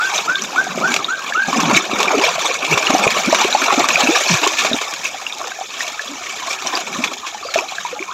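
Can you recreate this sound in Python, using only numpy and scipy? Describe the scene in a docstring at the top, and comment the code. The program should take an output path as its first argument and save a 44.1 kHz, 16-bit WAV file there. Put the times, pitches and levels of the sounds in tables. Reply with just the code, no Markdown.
"""In a shallow stream, a wide pan of mud and gravel is swirled, shaken and then kneaded by hand.
Each surge of water sums decaying sine bubbles and filtered-noise froth; wet sand adds a bright noise rasp.
Single bubbles plop as lone resonators, slaps are noise bursts, and trapped gulps of air are gliding tones.
A bird gives six rising whistles at the start, and one thin chirp comes near the end, both as gliding sines.
The stream babbles with its own bubbles under a steady, thin insect hiss; banks add a diffuse noise tail."""
import sys
import numpy as np
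from scipy import signal
from scipy.fft import rfft, irfft, next_fast_len
from scipy.io import wavfile
from scipy.ndimage import uniform_filter1d, map_coordinates

SR = 44100
rng = np.random.default_rng(int(sys.argv[2]) if len(sys.argv) > 2 else 0)


def store_pcm(level_fs):
    """Save levels as 16-bit WAV."""
    pcm = np.round(np.clip(level_fs, -1, 1) * 32767).astype(np.int16)
    wavfile.write(sys.argv[1], SR, np.atleast_2d(pcm).T)


N = 358533

# Spectra of large bubbles, small bubbles and spray. Each row: frequency in Hz, density in dB per Hz.
SLOSH_SPECTRUM = [(25, -26), (100, -21), (150, -8), (270, 0), (420, -2), (560, -14), (900, -45),
                  (2000, -90)]
SPLASH_SPECTRUM = [(150, -52.5), (350, -2.5), (520, -5.5), (730, 1), (900, -4), (1120, 1), (1400, -6),
                   (1700, -21), (2100, -12.5), (4000, -73)]
SPRAY_SPECTRUM = [(500, -74), (1200, -7.5), (1500, -9), (1800, -5), (2020, -16), (2250, 1), (2500, -1),
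                  (3000, -9.5), (3550, -5), (4600, -13), (5200, -13.5), (5800, -8.5), (6400, -10.5),
                  (7100, -11)]
# Treble roll-off. Each row: frequency in Hz, gain in dB.
TREBLE_ROLLOFF = [(7100, -1), (7700, -9), (9300, -24), (11000, -21.5), (11850, -16.5), (12700, -22.5),
                  (15500, -29)]


def surges(heave, tumble, drops):
    """Superposition of resonators: the moving pan stirs up big bubbles, small bubbles and spray."""
    lapping = wobble(110)  # wavelets break in quick uneven bursts

    slosh = swarm(152.95, 644, life=3.25, spread_db=3.5, count=900, size=2400)
    slosh += amp(9.0) * froth(patchy_db=1.0, burst_db=15.0, fade=0.032, count=2000, size=3, frame=1024)
    slosh = colour(slosh * amp(1.3 * lapping), SLOSH_SPECTRUM)

    splash = swarm(470.0, 1954, life=4.7, spread_db=6.0, count=6000, size=900)
    splash += amp(6.0) * froth(patchy_db=7.5, burst_db=5.5, fade=0.0053, count=3000, size=4, frame=1024)
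    splash = colour(splash * amp(1.2 * lapping), SPLASH_SPECTRUM)

    spray = swarm(1423, 7924, life=11, spread_db=5.0, count=6000, size=450)
    spray += amp(12.5) * froth(patchy_db=5.0, burst_db=4.0, fade=0.0055, count=5000, size=5, frame=512)
    spray = colour(spray * amp(1.4 * lapping), SPRAY_SPECTRUM, TREBLE_ROLLOFF)

    return (heave * even(slosh, window=0.055)
            + tumble * even(splash, window=0.067)
            + drops * even(spray, window=0.13))


# What the effort keeps going between surges, relative to the effort curve
CHURN_SLOSH_DB, CHURN_SPLASH_DB, CHURN_SPRAY_DB = -21, -8.5, -4
# The water heaves first, tumbles, and then breaks into drops
SLOSH_LEAD_S, SPRAY_LAG_S = 0.0016, 0.0096
# How hard the pan is worked: swirled, shaken from 1.5 s, kneaded from 4.8 s.
# Each row: time in seconds, churn in dB.
EFFORT = [(0.0, -21.5), (0.43, -27), (1.36, -28), (1.54, -23), (1.92, -21), (2.2, -16.5), (2.42, -25),
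          (2.59, -21.5), (2.7, -17.5), (3.92, -16), (4.5, -18.5), (5.09, -28), (5.68, -30), (5.85, -27.5),
          (6.95, -27.5), (7.22, -31.5), (7.7, -28.5), (8.13, -33)]
# Waves that the pushes send over the rim. Each row: crest time in seconds, length in seconds,
# splash level in dB, slosh over splash in dB, spray over splash in dB.
SURGES = [(0.148, 0.22, -23.5, -23, 2.5), (0.295, .12, -26, -8.5, -7), (0.432, 0.15, -36.5, 4.5, 8.5),
          (0.586, 0.29, -25.5, -10, -6), (0.828, 0.53, -23, -4.5, -10), (0.908, 0.2, -32, 1, 9.5),
          (1.287, 0.3, -28.5, -16, 0.5), (1.5, 0.075, -22, -3, -1.5), (1.595, 0.28, -19, -4.5, -1),
          (1.713, 0.27, -19, -1.5, -0.5), (1.76, 0.054, -20, -11, 7.5), (1.993, 0.31, -21, -5, -6),
          (2.108, 0.18, -14.5, -32, -8.5), (2.262, 0.21, -16.5, -22, 1), (2.456, 0.25, -21, -18, 3),
          (2.638, 0.078, -23, -15, 6.5), (2.728, 0.17, -28, 5.5, 8.5), (2.898, 0.32, -21.5, -10, -1),
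          (3.034, 0.26, -18.5, -10, -3.5), (3.177, 0.081, -18.5, -13, 0.5), (3.33, 0.078, -21, -10, -1.5),
          (3.402, 0.11, -17.5, -23, 1), (3.629, 0.052, -25.5, -0.5, 7), (3.716, 0.21, -16, -34, -9.5),
          (3.805, 0.092, -16, -6.5, -4.5), (4.009, 0.24, -19, -32, 1.5), (4.157, 0.24, -23.5, -28, 7.5),
          (4.31, 0.19, -23, -10, 7.5), (4.446, 0.095, -16, -11.5, -0.5), (4.643, 0.085, -20.5, -8, 3),
          (4.745, 0.18, -29.5, -2, 3.5), (4.89, 0.074, -25, -27, -4), (5.053, 0.065, -32, -12, 13),
          (5.43, 0.21, -28, -18, -9), (5.812, 0.24, -35.5, -25, 8.5), (6.31, 0.42, -38, -19, 8.5),
          (6.495, 0.12, -23.5, -20, 2.5), (6.665, 0.097, -25.5, -11, 1.5), (6.752, 0.17, -23.5, -9.5, 1),
          (6.986, 0.45, -28.5, -4, 0.5), (7.126, 0.032, -28, -12, 1), (7.58, 0.079, -21, -18, -2.5),
          (7.8, 0.42, -39, -26, 7.5), (7.984, 0.17, -33, -16, -8)]


def flow():
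    """Addition of powers: surges join a steady churn that follows the effort; returns three gains."""
    churn_db = [[CHURN_SLOSH_DB], [CHURN_SPLASH_DB], [CHURN_SPRAY_DB]]
    heave, tumble, drops = (amp(churn_db) * level(EFFORT)) ** 2
    for crest, length, db, slosh_db, spray_db in SURGES:
        wave = swell(length)
        start = crest - length
        add(heave, start - SLOSH_LEAD_S, amp(db + slosh_db) ** 2 * wave)
        add(tumble, start, amp(db) ** 2 * wave)
        add(drops, start + SPRAY_LAG_S, amp(db + spray_db) ** 2 * wave)
    return np.sqrt([heave, tumble, drops])


RISE_SHARE, SWELL_POWER = 0.46, 1.42  # part of a surge's length before its crest; how round the crest is
SWELL_DROP_DB = 17  # a surge's start and end lie this far under its crest


def swell(length):
    """Asymmetric power envelope: a wave builds up and drains a little more slowly, crest in the middle."""
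    u = np.linspace(-1, 1, int(2 * length * SR))  # runs beyond the start and end, to let the skirts fade
    side = np.where(u < 0, RISE_SHARE, 1 - RISE_SHARE)
    return amp(-SWELL_DROP_DB * np.abs(u / side) ** SWELL_POWER) ** 2


# Wet sand sliding round the pan, later raked by the hands.
# Each row: time in seconds, rasp over spray in dB.
RAKING = [(0.0, -10.5), (0.9, -10), (1.5, -27.5), (4.7, -12.5), (5.0, -4.5), (5.8, -9), (6.7, -10),
          (7.3, -10), (8.1, -11)]


def grit(drops):
    """Friction noise: each push also drags wet sand over the pan, a bright rasp that follows the spray."""
    rough = rng.standard_normal(N) * amp(5.2 * wobble(300))
    rasp = colour(rough, [(3500, -39), (5000, 2.0), (7000, 0.0)], TREBLE_ROLLOFF)
    return level(RAKING) * drops * unit(rasp)


# Water slapping the rim and hands. Each row: time in seconds, relative level in dB,
# relative level of the hollow body in dB, 60 dB decay time of the louder fade in seconds.
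SLAPS = [(0.94, -5, -35, 0.015), (0.962, -6, -8, 0.02), (1.708, -8, 8, 0.068), (2, -9, -2, 0.093),
         (2.029, -5.5, -14, 0.011), (2.707, -15, -15, 0.04), (2.774, -9, -2, 0.068),
         (2.901, -7.5, 4, 0.044), (3.345, -6.5, -2.5, 0.039), (3.401, -11, 16, 0.03),
         (3.445, -10, 2, 0.025), (3.638, -10.5, -20, 0.046), (3.886, -5, -10, 0.027),
         (3.891, -9, 18, 0.031), (3.992, -13, 3, 0.12), (4.159, -12.5, 16, 0.051), (4.337, -10, -8, 0.06),
         (4.474, -5, -4, 0.013), (4.582, -9, -34, 0.18), (4.645, -9.5, 0.5, 0.096), (4.811, -15, -3, 0.071),
         (4.936, -15.5, -17, 0.03), (5.471, -18.5, -15, 0.016), (5.712, -28, -14, 0.4),
         (5.804, -20, -25, 0.07), (5.877, -18, -21, 0.056), (6.528, -16, -30, 0.047),
         (6.621, -17, -1, 0.022), (6.771, -14.5, -3, 0.029), (7.039, -10, -6.5, 0.059),
         (7.263, -20, -9.5, 0.15), (7.538, -12, -30, 0.069)]


def slaps():
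    """Impact noise: a sheet of water bursts into spray over a hollow body; longer bursts start softer."""
    out, t = np.zeros(N), np.arange(SR // 4) / SR
    for s, db, body_db, t60 in SLAPS:
        bright, hollow = rng.standard_normal((2, len(t)))
        burst = unit(colour(bright, SPRAY_SPECTRUM, TREBLE_ROLLOFF))
        burst += amp(body_db - 0.5) * unit(colour(hollow, SPLASH_SPECTRUM))
        shape = amp(-60 * t / 0.04) + amp(10.5) * amp(-60 * t / t60)
        shape *= 1 - np.exp(-40 * t / t60)
        add(out, s + 0.0007, amp(db - 10.5) * even(burst, window=0.022) * shape)
    return out


# Single large bubbles and drops. Each row: start in seconds, relative level in dB, starting pitch in Hz.
PLOPS = [(0.18, -3, 3680), (0.356, -3, 3490), (0.421, -5.5, 5800), (0.559, -10, 1090), (1.045, -2.5, 3630),
         (1.323, -6, 1640), (1.529, -2, 1080), (1.747, -0.5, 2290), (1.774, -4, 2240), (2.381, -10, 646),
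         (2.501, -11, 486), (2.774, -4.5, 1004), (2.869, 0.5, 2750), (2.949, 0.5, 735), (3.077, 2, 2400),
         (3.327, 3, 620), (3.527, -0.5, 3830), (3.549, 3.5, 804), (3.623, -9, 2390), (3.705, -1.5, 1086),
         (3.842, -1.5, 1125), (3.939, -9, 2440), (3.957, 4.5, 2390), (4.465, -2, 1060), (4.714, -10, 606),
         (4.732, -0.5, 3660), (5.05, -9.5, 2520), (5.144, -14.5, 756), (5.219, -20, 760),
         (5.266, -5.5, 2730), (5.325, -10.5, 3570), (5.414, -11, 1080), (5.518, -12, 1550),
         (5.588, -15.5, 710), (5.611, -11.5, 734), (5.806, -7.5, 1820), (5.994, -7, 1670),
         (6.671, -2.5, 5700), (6.753, -3.5, 4700), (7.039, -1, 2390), (7.346, -14.5, 825),
         (7.487, -13.5, 1290), (7.558, -0.5, 634), (7.588, -3.5, 2430), (7.688, -15.5, 4100),
         (7.721, -15, 750), (7.783, -8, 1600), (7.85, -8.5, 933), (7.992, -13, 2250), (8.026, -9.5, 2290)]


def plops():
    """Damped resonance: single bubbles pinch off with a tick and ring out above the wash."""
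    out, t = np.zeros(N), np.arange(SR // 16) / SR
    for s, db, hz in PLOPS:
        life = 4.46 * (hz / 1000) ** 0.56  # in cycles: small bubbles ring for more of them
        wave = ring(hz * t, life, BUBBLE_RISE / 2, onset=0.88)
        tick = unit(colour(rng.standard_normal(len(t)), SPRAY_SPECTRUM, TREBLE_ROLLOFF))
        tick *= amp(-17) * amp(-60 * t / .018)
        add(out, s, amp(db - 4.0) * (wave / np.abs(wave).max() + tick))
    return out


# Air pockets under the rim. Each row: start in seconds, relative level in dB,
# mean start pitch in Hz, mean end pitch in Hz, length in seconds.
GULPS = [(1.48, -14, 211, 232, 0.014), (1.561, -13, 250, 205, 0.037), (1.605, -17, 185, 130, 0.13),
         (1.675, -10, 225, 280, 0.036), (1.724, -10, 283, 143, 0.023), (1.752, -16, 171, 135, 0.023),
         (1.93, -10.5, 282, 216, 0.013), (2.139, -9.5, 457, 367, 0.028), (2.169, -8.5, 260, 286, 0.027),
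         (2.19, -17, 326, 500, .035), (2.705, -18.5, 181, 109, 0.051), (2.895, -11, 196, 280, 0.022),
         (2.935, -9, 265, 310, 0.022), (3.066, -7.5, 410, 216, 0.0077), (3.272, -9.5, 220, 390, 0.033),
         (3.445, -9.5, 265, 414, 0.019), (3.72, -10, 892, 660, 0.032), (3.775, -10.5, 288, 212, 0.02),
         (4.035, -10.5, 224, 261, 0.029), (4.086, -8, 280, 400, 0.03), (4.115, -17, 417, 572, .05),
         (4.297, -11.5, 213, 119, 0.071), (4.712, -11.5, 235, 290, 0.017), (4.738, -11, 243, 288, 0.014),
         (5.436, -29.5, 434, 520, 0.065), (6.087, -26.5, 270, 305, 0.081), (6.983, -15.5, 223, 250, 0.033),
         (7.449, -21.5, 527, 760, 0.027), (7.57, -19.5, 363, 414, 0.027), (7.611, -22, 437, 1000, .055),
         (7.926, -18, 430, 546, 0.02), (8, -19.5, 324, 383, 0.031)]


def gulps():
    """Cavity resonance: squeezed or opened air glides and wavers in pitch; strong, short gulps also thud."""
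    out, waver = np.zeros(N), 1 + .06 * wobble(150)
    thud_spectrum = [(25, -15), (100, -16.0), (250, 11.5), (600, 6.5), (1500, -48)]
    for s, db, start_hz, end_hz, length in GULPS:
        u = np.linspace(0, 1, int(length * SR))
        hz = (start_hz + (end_hz - start_hz) * u) * waver[int(s * SR):][:len(u)]
        tone = np.sin(2 * np.pi * np.cumsum(hz) / SR)
        thud = unit(colour(rng.standard_normal(len(u)), thud_spectrum))
        thud *= amp(db) * .02 / length
        add(out, s, amp(db - 2.5) * np.sin(np.pi * u ** .7) * (tone + thud))
    return out * amp(2.2 * wobble(130))


WHISTLE_START_HZ, WHISTLE_ATTACK_S, WHISTLE_FADE_DB_PER_S = 1153, 0.015, 236
# Bird whistles. Each row: start in seconds, relative level in dB, mean top pitch in Hz,
# glide time constant in seconds, time from start to fade in seconds.
WHISTLES = [(-.012, -13, 1585, 0.029, 0.044), (0.271, -13.5, 1600, 0.025, 0.047),
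            (0.556, -11.5, 1590, .019, 0.036), (0.825, -12.5, 1614, 0.024, 0.03),
            (1.077, -16.5, 1600, 0.026, 0.048), (1.342, -14, 1660, .037, 0.07)]
# Track of one thin chirp. Each row: time in seconds, relative level in dB, mean pitch in Hz.
CHIRP = [(7.43, -38, 4350), (7.475, -32, 4800), (7.5, -32, 4380), (7.52, -36, 4150), (7.55, -37, 4200)]


def bird():
    """Frequency modulation: rough whistles scoop up, level off and fade; then one faint, raspy chirp."""
    out, t = np.zeros(N), np.arange(SR // 5) / SR
    quaver = 1 + .014 * wobble(300)
    attack = np.sin(np.pi / 2 * np.minimum(t / WHISTLE_ATTACK_S, 1)) ** 2
    for s, db, top_hz, glide, held in WHISTLES:
        hz = top_hz + (WHISTLE_START_HZ - top_hz) * np.exp(-t / glide)
        hz *= np.roll(quaver, -int(s * SR))[:len(t)]
        fade = amp(db - WHISTLE_FADE_DB_PER_S * np.maximum(t - held, 0))
        add(out, s, attack * fade * np.sin(2 * np.pi * np.cumsum(hz) / SR))

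    s, db, hz = np.transpose(CHIRP)  # a second, smaller bird
    t = np.arange(s[0], s[-1], 1 / SR)
    chirp_hz = np.interp(t, s, hz) * quaver[:len(t)] ** 2
    add(out, s[0], amp(np.interp(t, s, db)) * np.sin(2 * np.pi * np.cumsum(chirp_hz) / SR))
    return out * amp(2.8 * wobble(140))


# Spectrum of the babbling current. Each row: frequency in Hz, density in dB per Hz.
STREAM_SPECTRUM = [(25, -26), (60, 3.5), (220, 7.5), (480, -37), (750, 5), (950, -16), (1250, 12),
                   (2000, -21), (2400, -15), (3000, 5), (3600, 4.5), (4700, -12), (6800, -25), (9400, -23),
                   (11900, -4.5), (15500, -49)]


def stream():
    """Stationary bubble noise: the current babbles steadily; eddies release strings of round bubbles."""
    babble = swarm(410.6, 7310, life=2.2, spread_db=4.5, count=5000, size=600)
    babble += amp(-3.5) * froth(patchy_db=2.5, burst_db=4, fade=0.005, count=6000, size=3, frame=512)
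    babble = colour(babble, STREAM_SPECTRUM)
    eddies = colour(swarm(480, 1700, life=5, spread_db=2, count=130, size=1500), SPLASH_SPECTRUM)
    return amp(-41.5) * unit(babble) + amp(-40) * unit(eddies)


def insects():
    """Band-limited noise: a steady, thin insect hiss, strongest near 6.8 kHz."""
    hiss_spectrum = [(4500, -59), (6200, -4), (6800, 2), (7300, -8.0), (8500, -42)]
    hiss = colour(rng.standard_normal(N), hiss_spectrum)
    return amp(-44.5) * unit(hiss)


def banks(x, t60):
    """Diffuse reverberation: earth banks and leaves answer with two noise tails in a wandering blend."""
    t = np.arange(SR // 2) / SR
    tails = rng.standard_normal((2, len(t))) * amp(-60 * t / t60) * (t > .006)
    a, b = (signal.fftconvolve(x, tail / np.linalg.norm(tail))[:N] for tail in tails)
    turn = np.pi * wobble(2)
    return np.cos(turn) * a + np.sin(turn) * b


# Pitch rise of a bubble over one life; largest pitch step along a string; mean spacing in a string
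BUBBLE_RISE, STRING_STEP, STRING_GAP_CYCLES = .05, .09, 8


def ring(age, life, rise, onset):
    """Damped oscillation, times in cycles: a bubble swells, decays and sharpens as it nears the surface."""
    phase = 2 * np.pi * age * (1 + rise * age / life / 2)
    return np.sin(phase) * np.exp(-age / life) * (1 - np.exp(-age / onset))


def swarm(lo_hz, hi_hz, life, spread_db, count, size, per_string=4):
    """Random superposition: short strings of bubbles gurgle up or down, most small, a few large; rms 1."""
    strings = np.repeat(rng.random((count // per_string, 3)), per_string, axis=0)
    when, pitch, slope = strings.T[:, :, None]
    strength, damping, late = rng.random((len(when), 3)).T[:, :, None]
    place = np.arange(len(when))[:, None] % per_string
    n = np.arange(size)  # samples of one bubble
    first_hz = lo_hz * (hi_hz / lo_hz) ** pitch
    hz = first_hz * (1 + STRING_STEP * (2 * slope - 1)) ** place
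    start = when * N + (place + late) * STRING_GAP_CYCLES * SR / first_hz
    gain = hz * amp(-spread_db * np.log(strength + 0.04))
    waves = ring(hz * n / SR, life * 2 ** (2 * damping - 1), BUBBLE_RISE, onset=0.71)
    waves *= gain * (1 - (n / size) ** 2)  # taper to zero
    return unit(np.bincount((start.astype(int) + n).ravel(), waves.ravel(), N)[:N])


def froth(patchy_db, burst_db, fade, count, size, frame):
    """Shot noise: tiny bursts merge into a hiss of sharp-edged clumps with patchy colour; rms 1."""
    z = signal.stft(rng.standard_normal(N), nperseg=frame)[2]
    field = uniform_filter1d(rng.standard_normal(z.shape), size, 0)  # smooth over frequency, then time
    field = uniform_filter1d(field, 2, 1)
    hiss = signal.istft(z * amp(patchy_db * unit(field)), nperseg=frame)[1][:N]
    when, strength = rng.random((count, 2)).T
    burst_power = amp(-burst_db * np.log(strength + 0.015)) ** 2
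    clumps = np.bincount((when * N).astype(int), burst_power, N)
    power = signal.fftconvolve(clumps, np.exp(-np.arange(SR // 10) / SR / fade))[:N]
    return unit(hiss * np.sqrt(np.abs(power)))


def colour(x, *spectra):
    """Minimum-phase filtering: a causal filter with the summed (Hz, dB) spectra, by folding the cepstrum."""
    m = 2 * next_fast_len(len(x) // 2 + 2048)
    log_hz = np.log(np.fft.rfftfreq(m, 1 / SR) + 1)
    db = 0
    for spectrum in spectra:
        hz, gain_db = np.transpose(spectrum)
        db = db + np.interp(log_hz, np.log(hz), gain_db)
    cepstrum = irfft(np.log(amp(db)))
    cepstrum[1:m // 2] *= 2
    cepstrum[m // 2 + 1:] = 0
    return irfft(rfft(x, m) * np.exp(rfft(cepstrum)))[:len(x)]


def even(x, window):
    """Level normalization: hold the rms near 1 over each window of seconds, keeping the faster grain."""
    width = int(window * SR)
    power = uniform_filter1d(uniform_filter1d(x ** 2, width), width)
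    return x / np.sqrt(np.abs(power) + 1e-6)


def wobble(rate):
    """Band-limited randomness: a smooth random curve with rate knots a second."""
    knots = rng.standard_normal(int(N * rate / SR) + 4)
    return map_coordinates(knots, [np.arange(N) * rate / SR])


def level(rows):
    """Envelope interpolation: a (seconds, dB) curve as one gain per sample."""
    return amp(np.interp(np.arange(N) / SR, *np.transpose(rows)))


def amp(db):
    """Logarithmic level: decibels to amplitude gain."""
    return 10 ** (np.asarray(db) / 20)


def unit(x):
    """Root-mean-square level: scale to rms 1."""
    return x / np.sqrt(np.mean(x ** 2) + 1e-20)


def add(out, s, x):
    """Linear superposition: mix x into out from s seconds on, cropping what falls outside."""
    i = round(s * SR)
    x = x[max(-i, 0):max(N - i, 0)]
    out[max(i, 0):max(i, 0) + len(x)] += x


def scene():
    """Direct and diffuse sound: water and bird calls with their tails, over the stream and insects."""
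    heave, tumble, drops = flow()
    water = surges(heave, tumble, drops) + grit(drops) + slaps() + plops() + gulps()
    calls = bird()
    near_banks = amp(-11.5) * banks(water, t60=0.056)
    foliage = amp(-8) * banks(calls, t60=.2)
    return (water + near_banks + calls + foliage + stream() + insects())[None]


TOP_HZ = 15800  # band limit


def record(dry):
    """Saturation and band limiting: the loudest peaks are rounded off, and the top treble is removed."""
    rounded = dry / (1 + dry ** 6) ** (1 / 6)
    m = next_fast_len(N + SR // 2)
    kept = np.fft.rfftfreq(m, 1 / SR) < TOP_HZ
    return irfft(rfft(rounded, m) * kept, m)[:, :N]


dry = scene()
out = record(dry)
store_pcm(out)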